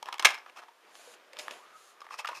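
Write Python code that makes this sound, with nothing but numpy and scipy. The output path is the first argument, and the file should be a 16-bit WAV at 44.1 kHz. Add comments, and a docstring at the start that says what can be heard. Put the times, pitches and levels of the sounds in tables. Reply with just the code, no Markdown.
"""The walls of a clear plastic clamshell pack buckle in short clicks as it is pried open in a small room,
and its catch lets go with a loud rattling snap: each is a brief slip that excites damped modes.
The inner tray slides out with a hiss of dense friction grains and a faint squeak, the shell creaks
in the hands as small slips ring in a moving hollow, and coarser grains scuff its walls.
Feedback delays give the echo of the room, and filtered noise gives its steady tone."""
import sys
import numpy as np
from scipy import signal
from scipy.fft import rfft, irfft
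from scipy.io import wavfile

SR = 44100
rng = np.random.default_rng(int(sys.argv[2]) if len(sys.argv) > 2 else 0)


def unload_audio(sound):
    """Save the sound as a 16-bit wav file, at the path given as the first command line argument."""
    columns = np.transpose(np.atleast_2d(sound))
    # keep every value between -1 and 1, then stretch to whole-number steps
    steps = np.round(np.clip(columns, -1, 1) * 32767)
    wavfile.write(sys.argv[1], SR, steps.astype(np.int16))


def natural_amplitude(level_db):
    """Convert a level in decibels to a linear amplitude factor, elementwise."""
    exponent = np.asarray(level_db, float) / 20
    return 10 ** exponent


N = 105840

# Spectrum of the room tone: frequency_hz, relative_level_db
ROOM_TONE_SPECTRUM = [(30, -22), (161, -25.5), (392, -3.5), (1180, -3), (1610, -3.5), (1990, -7.5),
                      (15800, -25.5)]
# Modes of the plastic shell: frequency_hz, relative_level_db, t60_s
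SHELL_MODES = [(922, -13.5, 0.04), (1188, 5.5, 0.0075), (1707, 1.5, 0.0051), (2248, -2, 0.008),
               (2700, 4, 0.0051), (3213, 4, 0.003), (4130, -10.5, 0.0042), (5120, -9.5, 0.008)]
# Fingers and edges scuff the shell: start_s, rise_s, hold_s, fall_s, level_db, treble_to_body_db
SCUFFS = [(0.062, 0.0022, 0.023, 0.055, -46, -26), (0.121, 0.004, 0.03, 0.028, -46, -27),
          (0.194, 0.0018, 0.011, 0.027, -39.5, -32), (0.226, 0.0035, 0.01, 0.009, -39, -28),
          (0.262, 0.0039, 0.013, 0.16, -37.5, -7), (0.458, 0.019, 0.027, 0.0026, -56.5, -45),
          (0.549, 0.016, 0.033, 0.026, -48, -10), (.615, 0.005, 0.018, 0.017, -51, -32),
          (1.373, 0.0075, 0.022, 0.24, -64.5, 10.5), (2.037, 0.0072, 0.011, 0.015, -55, -22),
          (2.084, 0.035, 0.028, 0.038, -48.5, -4), (2.17, 0.017, 0.018, 0.02, -45, 0),
          (2.283, 0.0038, 0.036, 0.061, -46, -18), (2.334, 0.015, 0.038, 0.019, -54, 5.5)]
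# Course of the creaking under the fingers: time_s, level_db
CREAK_LEVEL = [(0, -64), (.62, -64), (.8, -72), (.84, -61.5), (1.05, -59), (1.15, -58.5), (1.3, -64),
               (1.335, -58.5), (1.4, -52), (1.47, -53), (1.52, -48.5), (1.6, -57.5), (1.7, -56),
               (1.78, -63), (1.9, -63), (2.0, -62.5)]
# Spectrum of the creaking body at large: frequency_hz, relative_level_db
CREAK_BODY_SPECTRUM = [(60, -47), (100, -26), (270, -9), (480, -0.5), (920, -1), (1380, -3), (3000, -6.5),
                       (12000, -34.5)]
# Hollow under the grip: time_s, centre_hz, level_to_body_db
GRIP_HOLLOW = [(.62, 950, -6), (.84, 1300, -5), (.95, 700, -8), (1.3, 560, -8), (1.55, 650, -8),
               (1.63, 1220, 1), (1.72, 1290, 2), (2.04, 1200, 1)]
# Strokes of the tray sliding out: start_s, rise_s, hold_s, fall_s, level_db
SLIDES = [(.835, .13, .18, .03, -59), (1.387, .003, .025, .2, -53), (1.508, .004, .02, .28, -60),
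          (1.66, .12, .13, .09, -63)]
# Spectrum of the sliding hiss: frequency_hz, relative_level_db
HISS_SPECTRUM = [(1500, -15.5), (3000, -3), (4600, -2.5), (5700, -7), (6700, 0.5), (7500, -2.5),
                 (8300, -7.5), (10200, -4.5), (13300, -16.5), (15500, -28)]
# Buckling clicks: start_s, body_peak_db, pitch_hz, relative_treble_db, slip_decay_s
CLICKS = [(.027, -29, 940, -8.5, 0.002), (.058, -29.5, 1130, -13.5, 0.0011), (.086, -24, 1024, -27, 0.003),
          (.126, -26.5, 1310, -15, 0.0035), (.142, -28, 1050, -15, 0.0011), (.182, -38, 1480, -1, 0.002),
          (.195, -22.5, 1270, -1.5, 0.0034), (.225, -23, 2300, -8, .0015), (.378, -36, 1390, -27, 0.0023),
          (.385, -40, 5200, -28, 0.0011), (.461, -39, 1160, -47, 0.0038),
          (.498, -39.5, 2700, -15.5, 0.00064), (.682, -45.5, 946, -27.5, .006),
          (.953, -39, 1080, -13.5, 0.0017), (1.074, -47, 490, -28, 0.00082),
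          (1.138, -42.5, 2700, -22, 0.0037), (1.332, -40, 533, -2, 0.0027),
          (1.369, -34.5, 2920, -14.5, 0.0014), (1.388, -34.5, 600, 6.5, 0.0022),
          (1.392, -36, 3850, 2.5, 0.0068), (1.482, -22, 1740, -24, 0.00023),
          (1.5085, -29, 600, -11, 0.0037), (2.005, -41, 5000, -17, 0.0027),
          (2.016, -35, 1170, -20.5, 0.0042), (2.066, -38, 890, -43.5, 0.0026),
          (2.089, -41, 1220, -44, 0.0012), (2.107, -31, 1160, -29.5, 0.0027),
          (2.141, -30.5, 1280, -26.5, 0.0019), (2.187, -31.5, 1040, -6, 0.0097),
          (2.246, -25, 1360, -32, 0.004), (2.256, -27.5, 1130, -14.5, 0.0026),
          (2.271, -29, 4790, -25.5, 0.0018), (2.274, -26.5, 2800, -10, 0.0033),
          (2.287, -26, 974, -23, 0.005), (2.33, -34, 1060, -38, 0.003)]
# The catch lets go and rattles out: start_s, body_peak_db, relative_treble_db, slip_decay_s
SNAP = [(.2475, -5, -7.5, 0.004), (.2505, -7, -8, 0.0032), (0.2533, -3.5, -13, 0.0047),
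        (.257, -15.5, -14.5, 0.0066), (.269, -12, -21, 0.0025), (.287, -25.5, -11, 0.0051),
        (.304, -26.5, -4, 0.0044), (.32, -33.5, -21, 0.0036), (.343, -30.5, -9, 0.0026),
        (.351, -32, -14.5, 0.0018)]


def rms_one(x):
    """Normalisation: divides a signal by its root mean square."""
    return x / np.sqrt(np.mean(x ** 2) + 1e-20)


def in_time(rows):
    """Linear interpolation: draws the columns of a timed table out to every sample."""
    times_s, *columns = np.transpose(rows)
    return [np.interp(np.arange(N) / SR, times_s, column) for column in columns]


def coloured(white, spectrum):
    """Spectral shaping: weights a white signal by a curve over log frequency, to rms 1."""
    hz, db = np.transpose(spectrum)
    bins_hz = np.maximum(np.fft.rfftfreq(N, 1 / SR), 1)
    gain = natural_amplitude(np.interp(np.log(bins_hz), np.log(hz), db))
    return rms_one(irfft(rfft(white) * gain, N))


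def grains(per_s, spread_db):
    """Stick-slip as a random point process: sparse impulses of uneven size and sign."""
    sizes = natural_amplitude(spread_db * np.minimum(rng.exponential(1, N), 5)) * rng.choice([-1, 1], N)
    return sizes * (rng.random(N) < per_s / SR)


def stroke(start_s, rise_s, hold_s, fall_s, level_db):
    """Envelope linear in decibels: a stroke swells, holds, fades and dies away."""
    fade_db = 30.5
    times_s = np.cumsum([start_s, rise_s, hold_s, fall_s, 2 * fall_s])
    levels_db = level_db - fade_db * np.array([1, 0, 0, 1, 3])
    gain = np.zeros(N)
    i = np.arange(int(start_s * SR), min(int(times_s[-1] * SR), N))
    gain[i] = natural_amplitude(np.interp(i / SR, times_s, levels_db))
    return gain


def filtered(x, order, hz, kind):
    """Linear filtering: a Butterworth high-pass or low-pass."""
    return signal.sosfilt(signal.butter(order, hz, kind, fs=SR, output="sos"), x)


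def ring(force, hz, t60_s):
    """Damped resonance: a unit impulse sets a decaying sine of height 1 ringing."""
    radius = natural_amplitude(-60 / (t60_s * SR))
    angle = 2 * np.pi * hz / SR
    poles = [1, -2 * radius * np.cos(angle), radius * radius]
    return signal.lfilter([0, np.sin(angle)], poles, force + 1e-18)


def shell(force, strengths_db, treble_db):
    """Modal superposition: one force drives every mode, and a soft contact leaves high ones weak."""
    dull_from_hz, usual_treble_db = 2000, -13
    out = 0
    for (hz, mode_db, t60_s), strength_db in zip(SHELL_MODES, strengths_db):
        contact_db = min(treble_db - usual_treble_db, 3.0) if hz > dull_from_hz else 0
        out = out + natural_amplitude(mode_db + strength_db + contact_db) * ring(force, hz, t60_s)
    return out


def bright(slip):
    """Direct radiation: a slip sounds in a band of treble without the help of the modes."""
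    return filtered(filtered(slip, 2, 1980, "high"), 2, 5000, "low")


def room_tone():
    """Stationary noise: a steady spectrum shaped from white noise."""
    level_db = -64.5
    return natural_amplitude(level_db) * coloured(rng.standard_normal(N), ROOM_TONE_SPECTRUM)


def room(x):
    """Reverberation by recirculation: ten feedback delays grow duller on every round."""
    t60_s, wall_cut_hz = 0.31, 7100  # decay at low frequency; wall low-pass
    out = np.zeros(N)
    dull = np.exp(-2 * np.pi * wall_cut_hz / SR)
    lags = (rng.uniform(0.0078, 0.028, 10) * SR).astype(int)
    for k, lag in enumerate(lags):
        loop, state = x.copy(), [0.]
        gain = natural_amplitude(-60 * lag / SR / t60_s)
        for i in range(lag, N, lag):
            back, state = signal.lfilter([gain * (1 - dull)], [1, -dull], loop[i - lag:i], zi=state)
            loop[i:i + lag] += back[:N - i]
        out += (loop - x) * (-1) ** k
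    return out


def scuffs():
    """Friction excitation: coarse grains rattle the shell, low modes first, and rasp in the treble."""
    grit = grains(7000, 3)
    body = shell(grit, np.zeros(len(SHELL_MODES)), -22.5)
    body = rms_one(filtered(body, 2, 600, "high"))  # thin walls radiate little bass
    rasp_ring = rms_one(ring(grit, 2600, 0.014) + ring(grit, 5300, 0.0036))
    rasp = rms_one(bright(grit) + natural_amplitude(-9) * rasp_ring)
    return sum(stroke(*shape) * (body + natural_amplitude(treble_db) * rasp) for *shape, treble_db in SCUFFS)


def grip_hollow(slips, centre_hz):
    """Moving resonance: two equal resonators in cascade follow the hollow under the grip."""
    width_hz, step = 240, 512  # width of each resonator; samples between retunings
    radius = np.exp(-np.pi * width_hz / SR)
    out, state = np.zeros(N), np.zeros((2, 2))
    for i in range(0, N, step):
        middle = -2 * radius * np.cos(2 * np.pi * centre_hz[i] / SR)
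        resonators = [[0.99, 0, -1.052, 1, middle, radius * radius]] * 2
        out[i:i + step], state = signal.sosfilt(resonators, slips[i:i + step], zi=state)
    return rms_one(out)


def squeak(slips):
    """Sustained resonance: small slips keep one lightly damped mode sounding as the tray rubs."""
    swell = stroke(start_s=1.65, rise_s=.04, hold_s=.085, fall_s=.04, level_db=-59)
    return swell * rms_one(ring(slips, hz=1290, t60_s=.07))


def creaking():
    """Stick-slip: uneven slips ring in a moving hollow; finer ones sound in the body at large."""
    level_db, = in_time(CREAK_LEVEL)
    centre_hz, hollow_db = in_time(GRIP_HOLLOW)
    slips = grains(500, 1.1)
    hollow = grip_hollow(slips, centre_hz)
    body = coloured(grains(6000, 2.5), CREAK_BODY_SPECTRUM)
    share = natural_amplitude(hollow_db)
    mix = (share * hollow + body) / np.sqrt(1 + share ** 2)
    return natural_amplitude(level_db) * mix + squeak(slips)


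def sliding():
    """Sliding friction: dense equal grains, coloured by the tray, merge into a hiss."""
    hiss = coloured(grains(12000, 0), HISS_SPECTRUM)
    return sum(stroke(*row) for row in SLIDES) * hiss


def thud():
    """Impulse response: the snap pushes the whole pack, which answers with one low mode."""
    push = np.zeros(N)
    push[int(SNAP[2][0] * SR)] = natural_amplitude(-35.5)
    return ring(push, hz=293, t60_s=0.037)


def slip_force(t, decay_s):
    """Transient excitation: an impulse and a burst of noise that builds fast and dies exponentially."""
    rise_share = .2  # time constant of the build-up as a share of the decay
    slip = rng.standard_normal(len(t)) * np.exp(-t / decay_s)
    slip *= 1 - np.exp(-t / (rise_share * decay_s))
    slip[0] += 1
    return slip


def buckled_body(force, hz, treble_db):
    """Modal response: the buckle rings at its own pitch and shakes the shell's modes; peak 1."""
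    ring_db, shell_db, scatter_db = -4.5, -7, 2.5
    t60_s = max(.028 * (1000 / hz) ** 2, .011)  # falls with the square of the pitch
    strengths_db = shell_db + scatter_db * rng.standard_normal(len(SHELL_MODES))
    body = natural_amplitude(ring_db) * ring(force, hz, t60_s) + shell(force, strengths_db, treble_db)
    body = filtered(body, 2, min(0.88 * hz, 1200), "high")  # thin walls radiate little bass
    return body / np.abs(body).max()


def buckles():
    """Snap-through buckling: each click or snap is a dying slip with a modal body and a treble crack."""
    snap_ring_hz, crack_db = 2300, 5.5  # crack_db is added to each blow's treble_db
    rows = list(CLICKS)
    rows += [(s, db, snap_ring_hz, treble_db, decay_s) for s, db, treble_db, decay_s in SNAP]
    out, t = np.zeros(N + SR), np.arange(2000) / SR
    for start_s, peak_db, hz, treble_db, decay_s in rows:
        slip = slip_force(t, decay_s)
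        force = slip / np.sqrt(np.sum(slip ** 2))  # unit energy
        body = buckled_body(force, hz, treble_db)
        crack = natural_amplitude(crack_db + treble_db) * bright(slip)
        i = int(start_s * SR)
        out[i:i + len(t)] += natural_amplitude(peak_db) * (body + crack)
    return out[:N] + thud()


def scene():
    """Superposition: the pack, its echo in the room and the room tone add linearly."""
    echo_db = -22
    pack = scuffs() + creaking() + sliding() + buckles()
    return (pack + natural_amplitude(echo_db) * room(pack) + room_tone())[None]


def low_pass(x):
    """Removes everything above the highest recorded frequency."""
    return signal.sosfilt(signal.butter(12, 16510, fs=SR, output="sos"), x)


def record(dry):
    """Transducer response: a small microphone has weak bass, a narrow treble dip and a steep top."""
    notch_hz, notch_width_hz = 7820, 190
    x = filtered(dry, 2, 151, "high")
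    # the top is 30 dB down from 15600 Hz upward
    x = signal.sosfilt(signal.cheby2(8, 30, 15600, fs=SR, output="sos"), x)
    x = signal.lfilter(*signal.iirnotch(notch_hz, notch_hz / notch_width_hz, fs=SR), x)
    return low_pass(x)


dry = scene()
out = record(dry)
unload_audio(out)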